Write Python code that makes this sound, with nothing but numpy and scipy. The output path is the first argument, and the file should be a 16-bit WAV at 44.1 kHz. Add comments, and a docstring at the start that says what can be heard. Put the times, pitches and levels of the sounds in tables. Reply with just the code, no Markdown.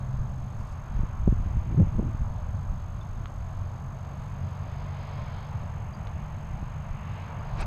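"""Windy field beside a far road

A small camera stands in an open field; wind rumbles, thumps and flutters on its microphone as shaped noise and pulses.
Far off, a road roars with coloured noise for tyres and drifting sines for engines, while a truck pulls away.
Nearer, an insect chirps in decaying sines, feet brush the grass, something ticks and a thrown toy swishes.
The camera's own electronics leak a faint pulsed whine into the microphone."""
import sys
import numpy as np
from scipy.fft import rfft, irfft, next_fast_len
from scipy.io import wavfile
from scipy.ndimage import uniform_filter1d, map_coordinates

SR = 44100
rng = np.random.default_rng(int(sys.argv[2]) if len(sys.argv) > 2 else 0)


def store_wav(level_fs):
    """Save 16-bit WAV to argv[1]."""
    pcm = np.round(np.clip(np.atleast_2d(level_fs), -1, 1) * 32767)
    wavfile.write(sys.argv[1], SR, pcm.T.astype(np.int16))


N = 337806  # samples


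def amp(db):
    """Amplitude of a level in dB."""
    return 10 ** (np.asarray(db) / 20)


def unit(x):
    """x scaled to rms 1."""
    return x / np.sqrt(np.mean(x ** 2) + 1e-20)


def curves(rows):
    """One value per sample for each column after the time."""
    times, *columns = np.transpose(rows)
    return [np.interp(np.arange(N) / SR, times, column) for column in columns]


def during(rows, fade=0.072):
    """1 between the first and last row, fading to 0 outside them over fade seconds."""
    t = np.arange(N) / SR
    inside = np.minimum(t - rows[0][0], rows[-1][0] - t)
    return np.clip(inside / fade + 1, 0, 1)


def wobble(rate):
    """A smooth random curve with rate knots a second."""
    knots = rng.standard_normal(int(N * rate / SR) + 4)
    return map_coordinates(knots, [np.arange(N) * rate / SR])


def filtered(x, response):
    """x shaped by a complex response of frequency."""
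    m = next_fast_len(N + 8192)
    return irfft(rfft(x, m) * response(np.fft.rfftfreq(m, 1 / SR)), m)[:N]


def rush(spectrum):
    """Noise of rms 1 coloured by (frequency [Hz], relative level [dB]) points."""
    f, db = np.transpose(spectrum)

    def colour(hz):
        return amp(np.interp(np.log(hz + 1), np.log(f + 1), db, left=-120, right=-120))

    return unit(filtered(rng.standard_normal(N), colour))


def add(x, s, sound):
    """Mix a short sound into x at s seconds."""
    part = x[max(round(s * SR), 0):][:len(sound)]
    part += sound[:len(part)]


def swells(rows):
    """A sum of bell-shaped gains from (time [s], level [dB], half length [s])."""
    t = np.arange(N) / SR
    return sum(amp(db) * np.exp(-((t - s) / length) ** 2) for s, db, length in rows)


def tone(hz, db, drift_hz, waver_db, rate):
    """A sine on a pitch curve, made unsteady by the air it crosses."""
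    turn = 2 * np.pi * np.cumsum(hz + drift_hz * wobble(rate)) / SR
    level = amp(db + waver_db * wobble(rate))
    return np.sqrt(2) * level * np.sin(turn + rng.uniform(0, 2 * np.pi))


def glide(row, drift_hz, waver_db, rate):
    """A fuzzy tone that swells and fades while its pitch slides."""
    start, loudest, end, first_hz, last_hz, db = row
    hz, = curves([(start, first_hz), (end, last_hz)])
    ends_db = db - 10
    level = [(start, ends_db), (loudest, db), (end, ends_db)]
    return during(level) * tone(hz, curves(level)[0], drift_hz, waver_db, rate)


def wind():
    """Turbulence at the microphone in three sizes of eddy; the small ones come in lumps."""
    # gusts: (time [s], deep rumble level [dB], buffet level [dB])
    gusts = [(0, -34, -37), (.14, -40, -42.5), (.19, -34.5, -29.5), (.24, -36, -36.5), (.42, -38.5, -36.5),
             (.6, -32, -38), (.77, -46, -40.5), (1.0, -28.5, -33.5), (1.12, -40, -40.5), (1.29, -23.5, -33),
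             (1.5, -33.5, -32.5), (1.62, -28, -32), (1.69, -30, -30), (1.82, -24.5, -29), (1.9, -35.5, -35),
             (1.96, -27, -27.5), (2.08, -32.5, -29), (2.14, -34, -35), (2.22, -28, -31.5),
             (2.38, -37.5, -36.5), (2.47, -26.5, -35), (2.56, -35.5, -33.5), (2.7, -31.5, -33.5),
             (2.86, -37, -39), (3.35, -36, -39), (3.7, -41.5, -39), (4.4, -41.5, -39.5), (4.7, -48, -38),
             (5.1, -39.5, -39), (5.9, -41, -35), (6.3, -42, -37), (6.55, -35.5, -35.5), (7.25, -46.5, -39),
             (7.45, -39, -36), (7.6, -32, -34.5)]
    # spectra of large, middle and small eddies: (frequency [Hz], relative level [dB])
    deep_spectrum = [(4.7, -39), (8.0, -5.5), (32, 5), (60, 1), (86, -13), (110, -3.5), (140, -38),
                     (240, -120)]
    buffet_spectrum = [(40, -29.5), (70, 2), (120, 0.5), (170, -9), (230, -15), (300, -42)]
    edge_spectrum = [(170, -28), (230, -0.5), (320, -1), (480, -13), (800, -26)]
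    calm_db, edge_calm_db = -33, -59.5
    edge_grows = 3.6  # dB of edge per dB of buffet above calm

    deep_db, buffet_db = curves(gusts)
    slow = rush(deep_spectrum)
    size = uniform_filter1d(abs(slow), size=SR // 8)
    evened = slow / size ** 0.53  # the gust sets the size of the slow swings
    deep = amp(deep_db) * unit(amp(3.0 * wobble(14)) * evened)
    lumps = wobble(18)
    buffet = amp(buffet_db) * unit(amp(1.86 * lumps) * rush(buffet_spectrum))
    edge_db = edge_calm_db + edge_grows * np.maximum(buffet_db - calm_db, 0)
    edge = amp(edge_db) * unit(amp(0.86 * lumps + 1.9 * wobble(45)) * rush(edge_spectrum))
    return deep + buffet + edge


def thumps():
    """Single eddies on the membrane: a sharp pressure swing between soft shoulders of the other sign."""
    # eddies: (time of peak [s], relative size [dB], half width [ms], push 1 or pull -1)
    eddies = [(0.143, -20, 2.5, 1), (0.198, -21, 5, 1), (.602, -19.5, 3.6, 1), (.965, -17.5, 3.6, -1),
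              (0.993, -16.5, 1.9, -1), (1.008, -15.5, 4.8, 1), (1.035, -16, 1.66, -1), (1.26, -20, 3, -1),
              (1.2777, -5.5, 1.02, -1), (1.283, -13.5, 0.95, -1), (1.292, -11.5, 3.1, 1),
              (1.314, -23, 3.2, 1), (1.3263, -9, 1.47, -1), (1.4, -17, 2.4, -1), (1.462, -21, 1.8, -1),
              (1.472, -14.5, 2.7, -1), (1.51, -24, 2.5, -1), (1.571, -17, 2.4, -1), (1.746, -21, 1.2, 1),
              (1.788, -23, 1.9, -1), (1.801, -21, 0.42, -1), (1.816, -16, 0.67, 1), (1.822, -24, 1.7, -1),
              (1.828, -20, 0.84, -1), (1.873, -16.5, 2.3, 1), (1.959, -21, 4, -1), (1.976, -16, 2, 1),
              (1.9854, -19, 1.2, 1), (1.9925, -13, 1.24, -1), (1.995, -15.5, 0.72, 1),
              (1.9996, -14.5, 0.95, 1), (2.017, -20, 2.2, -1), (2.029, -21, 0.83, -1), (2.07, -22, 2.1, 1),
              (2.149, -15.5, 2.2, -1), (2.221, -24, 2.7, 1), (6.075, -23.5, 2.4, -1),
              (6.545, -21.5, 2.8, -1), (6.628, -27, 1.04, -1)]
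    x, t = np.zeros(N), np.arange(-SR // 25, SR // 25) / SR
    for s, db, ms, sign in eddies:
        u = t * 1000 / ms
        swing = .9 / np.cosh(u * np.arccosh(2)) + .1 / np.cosh(u * 4)  # a pointed tip
        shoulders = np.exp(-(u / 4) ** 2)
        balanced = swing - shoulders * swing.sum() / shoulders.sum()  # no net pressure
        add(x, s - 1 / 25, amp(db + 2.5) * np.sign(sign) * balanced)
    return x


def flutters():
    """The membrane flutters in shed vortices: a ragged oscillation that speeds up and drops back."""
    # flutter: (start [s], length [s], first, top and last pitch [Hz], level before wavering [dB])
    vortices = [(1.769, .075, 90, 175, 90, -14)]
    x, uneven, sizes = np.zeros(N), wobble(90), wobble(110)
    for s, length, first_hz, top_hz, last_hz, db in vortices:
        u = np.arange(round(length * SR)) / (length * SR)
        at = slice(round(s * SR), round(s * SR) + len(u))
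        hz = np.interp(u, [0, .5, .65, 1], [first_hz, top_hz, last_hz, last_hz])
        turn = 2 * np.pi * np.cumsum(hz * amp(1.2 * uneven[at])) / SR
        shape = np.sin(turn) + 0.091 * np.sin(2 * turn + 1.4) + 0.058 * np.sin(3 * turn)
        fade = np.clip(np.minimum(u, 1 - u) / .12, 0, 1)
        add(x, s, amp(db + 2.2 * sizes[at]) * fade * shape)
    return x


def road():
    """Far tyre roar, tread noise, hiss and fuzzy tones over the rustle of the field."""
    # traffic: (time [s], tyre roar level [dB], truck hiss level [dB])
    traffic = [(0, -51, -64.5), (.55, -51.5, -64.5), (1.05, -50.5, -61), (1.35, -50.5, -62),
               (1.7, -50.5, -60.5), (2.44, -49.5, -64), (2.75, -52, -64), (3.87, -50, -63.5),
               (4.5, -49.5, -60), (5.2, -46.5, -57), (5.8, -49.5, -59.5), (6.8, -49.5, -58.5),
               (7.18, -47.5, -54), (7.56, -45, -57.5)]
    # spectra of roar, tread, two hisses and rustle: (frequency [Hz], relative level [dB])
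    roar_spectrum = [(250, -34.5), (420, -7), (525, -5.5), (584, -0.5), (1050, -1.5), (1360, -35),
                     (2310, -120)]
    tread_spectrum = [(620, -26.5), (1050, -4.5), (1130, 1), (1700, -10), (2210, -38.5), (3740, -120)]
    hiss_spectrum = [(1000, -29.5), (1700, -4), (2300, -5), (2900, -9.5), (3150, -13), (4000, -41)]
    high_spectrum = [(2200, -31), (2900, -11.5), (3200, -2.5), (3900, -4.5), (5000, -7.5), (5300, -12.5),
                     (6700, -39)]
    rustle_spectrum = [(2940, -41.5), (5000, -12), (5870, -12), (6520, -9.5), (7050, -8.5), (9680, -18),
                       (12200, -21), (12500, -21.5), (13300, -18), (13700, -39), (15000, -52)]
    # a passing car adds to the tread: (time [s], added share [dB], half length [s])
    tread_swells = [(1, -10.5, 0.28), (7.35, -11, 0.14)]
    # the high hiss swells: (time [s], level [dB], half length [s])
    high_swells = [(4.6, -71, .4), (5.2, -63, 0.39), (7.18, -66.5, 0.18), (7.56, -64, 0.11)]
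    # a turbine, then singing tyres: (start [s], loudest [s], end [s], first and last pitch [Hz], level [dB])
    turbine = (3.4, 5.1, 5.75, 4590, 5060, -75.5)
    singing_tyres = [(4.6, 5.25, 5.5, 2110, 2290, -63), (4.9, 5.42, 5.52, 3090, 3260, -67),
                     (6.95, 7.08, 7.35, 2690, 2720, -65), (7, 7.12, 7.35, 3660, 3700, -74)]
    mean_tread_db, tread_follows = -54, .7  # level at the mean roar; share of the roar's swings
    high_db, rustle_db = -70, -74

    roar_db, hiss_db = curves(traffic)
    tread_db = mean_tread_db + tread_follows * (roar_db - roar_db.mean())
    tread_db += 20 * np.log10(1 + swells(tread_swells))
    x = amp(roar_db + 0.3 * wobble(7)) * rush(roar_spectrum)
    x += amp(tread_db + .6 * wobble(8)) * rush(tread_spectrum)
    x += amp(hiss_db + 0.53 * wobble(9)) * rush(hiss_spectrum)
    high_level = np.hypot(amp(high_db), swells(high_swells))
    x += high_level * amp(0.67 * wobble(13)) * rush(high_spectrum)
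    x += amp(rustle_db + .6 * wobble(8)) * rush(rustle_spectrum)
    x += glide(turbine, 15, 3, 60)
    return x + sum(glide(row, 130, 3.5, 250) for row in singing_tyres)


def engines():
    """Only the strongest low orders of each distant engine's firing rate carry across the field."""
    # engines: (firing rate curve (time [s], rate [Hz]), level curve (time [s], level [dB]),
    #           orders (multiple of the rate, relative level [dB]))
    motors = [ ([(0, 82), (1.9, 88), (4.7, 91), (7.66, 91)], [(0, -53), (1.5, -42), (5.5, -40.5),
              (6.2, -46), (6.7, -42), (7.66, -42)], [(1, 0)]), ([(3.1, 43.4), (6.3, 49.7), (7.66, 51.5)],
              [(3.1, -66), (3.6, -45.5), (4.4, -40.5), (5.9, -46.5), (7.66, -42.5)], [(3, 0), (4, -12.5)]),
              ([(0, 55), (4.4, 55.3)], [(0, -62.5), (1.8, -43.5), (3.1, -53), (4.4, -53)], [(2, 2), (3, -5),
              (4, -14)]), ([(0, 64.5), (.65, 65.5)], [(0, -39.5), (.5, -43), (.65, -51)], [(2, 4.5),
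              (3, -9), (4, -23.5)])]
    x = np.zeros(N)
    for speed, level, orders in motors:
        hz, level_db = curves(speed)[0], curves(level)[0]
        for multiple, db in orders:
            x += during(level) * tone(multiple * hz, level_db + db, .6, 1.5, 7)
    return x


def swish():
    """A thrown toy cuts the air: a rush that holds briefly, with a shorter treble peak just ahead."""
    # body, then treble: (peak level [dB], rise [dB per s], fall [dB per s])
    body_peak = (-37.5, 370, 1100)
    treble_peak = (-51.5, 1500, 2500)
    # their spectra: (frequency [Hz], relative level [dB])
    body_spectrum = [(250, -3.5), (500, -12), (900, -1.5), (1300, -9.5), (1550, -5), (2050, -17),
                     (2450, -6.5), (2900, -21), (4000, -20), (7000, -30), (9000, -63)]
    treble_spectrum = [(4000, -44), (6800, -18), (7970, 0), (10300, -14), (11200, -14), (15000, -36)]
    body_s, treble_s, half_hold_s = 7.618, 7.612, .012
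    t = np.arange(N) / SR

    def peak(s, hold, db, rise, fall):
        below = np.maximum(rise * (s - hold - t), fall * (t - s - hold))
        return amp(db - np.maximum(0, below))

    body = peak(body_s, half_hold_s, *body_peak) * rush(body_spectrum)
    return body + peak(treble_s, half_hold_s / 5, *treble_peak) * rush(treble_spectrum)


def chirps():
    """An insect's short chirps, each ringing down on one pitch after a soft onset."""
    # chirps: (start [s], level before the onset softens it [dB], pitch [Hz], time to fall 60 dB [s])
    calls = [(3.012, -47.5, 3530, 0.045), (3.013, -57, 2600, .03), (4.56, -62, 4800, .06),
             (5.0, -69, 4830, .06), (5.937, -48, 4760, .03), (5.949, -51, 4750, .04),
             (5.973, -67, 4700, .04), (7.393, -61, 4830, 0.088), (7.458, -56, 4830, .05),
             (7.494, -59, 4700, .03)]
    x, t = np.zeros(N), np.arange(SR // 8) / SR
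    for s, db, hz, t60 in calls:
        onset = 1 - np.exp(-t / 0.00098)
        add(x, s, amp(db - 60 * t / t60) * onset * np.sin(2 * np.pi * hz * t))
    return x


def ticks():
    """Dry blows ring a few broad modes; distance dulls their treble."""
    # blows: (time [s], relative size [dB])
    blows = [(3.2574, -43), (3.271, -52), (4.05, -55), (6.07, -46), (6.072, -45.5), (6.08, -52)]
    # modes of the struck body: (centre [Hz], width [Hz], relative level [dB])
    modes = [(1200, 500, 2), (2300, 900, 0), (3300, 1100, 0), (4500, 1200, -5), (6000, 1000, -9)]
    x, t = np.zeros(N), np.arange(200) / SR
    for s, db in blows:
        click = 1.8 * (t == 0) + 0.37 * rng.standard_normal(200)
        add(x, s, amp(db + 26 - 60 * t / 0.0055) * click)

    def body(f):
        return sum((-1) ** k * amp(db) * 1j * f * w / (c * c - f * f + 1j * f * w)
                   for k, (c, w, db) in enumerate(modes))

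    def distance(f):
        return 1 / (1 + 1j * f / 5600) ** 4

    return filtered(x, lambda f: body(f) * distance(f))


def steps():
    """Feet in grass: each step is a short swell of crackly rustle."""
    # feet: (time [s], level [dB], half length [s])
    feet = [(.36, -79, .03), (.4, -76, .02), (0.618, -69, .05), (.7, -71, .05), (1.0, -77, .04)]
    # grass: (frequency [Hz], relative level [dB])
    grass = [(3000, -30), (4500, 2), (7500, 0), (11000, -12), (13000, -30)]
    return swells(feet) * unit(amp(4 * wobble(150)) * rush(grass))


def whine():
    """Each sensor read-out leaks a flat burst of its line rate, its phase shifting at random from burst to
    burst, with a spit of hiss."""
    burst_hz, line_hz = 47.952, 6444
    cycles = np.arange(N) / SR * burst_hz
    count = np.floor(cycles).astype(int)
    off_centre = abs(cycles - count - .355)
    gate = np.clip((.205 - off_centre) / 0.0095, 0, 1)
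    slips = .75 * rng.standard_normal(count[-1] + 1)[count]  # radians, one draw a burst
    since_restart = (cycles % 2) / burst_hz  # the pattern restarts every second burst
    turn = 2 * np.pi * line_hz * since_restart + slips - .85 * (count % 2)
    spit_shape = np.exp(-((cycles - count - .14) / .05) ** 2)
    spit = spit_shape * rush([(6500, -20), (7500, -1), (9000, -7), (10000, -23)])
    return gate * (amp(-60.5) * np.sin(turn) + amp(-74.0) * np.sin(2 * turn)) + amp(-71) * spit


def scene():
    """Everything that reaches the microphone, and the leaked whine, on one channel."""
    on_microphone = wind() + thumps() + flutters()
    far = road() + engines()
    near = swish() + chirps() + ticks() + steps()
    return (on_microphone + far + near + whine())[None]


def record(dry):
    """The camera keeps nothing above its band limit."""
    top_hz = 15170
    return filtered(dry[0], lambda hz: hz < top_hz)[None]


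dry = scene()
out = record(dry)
store_wav(out)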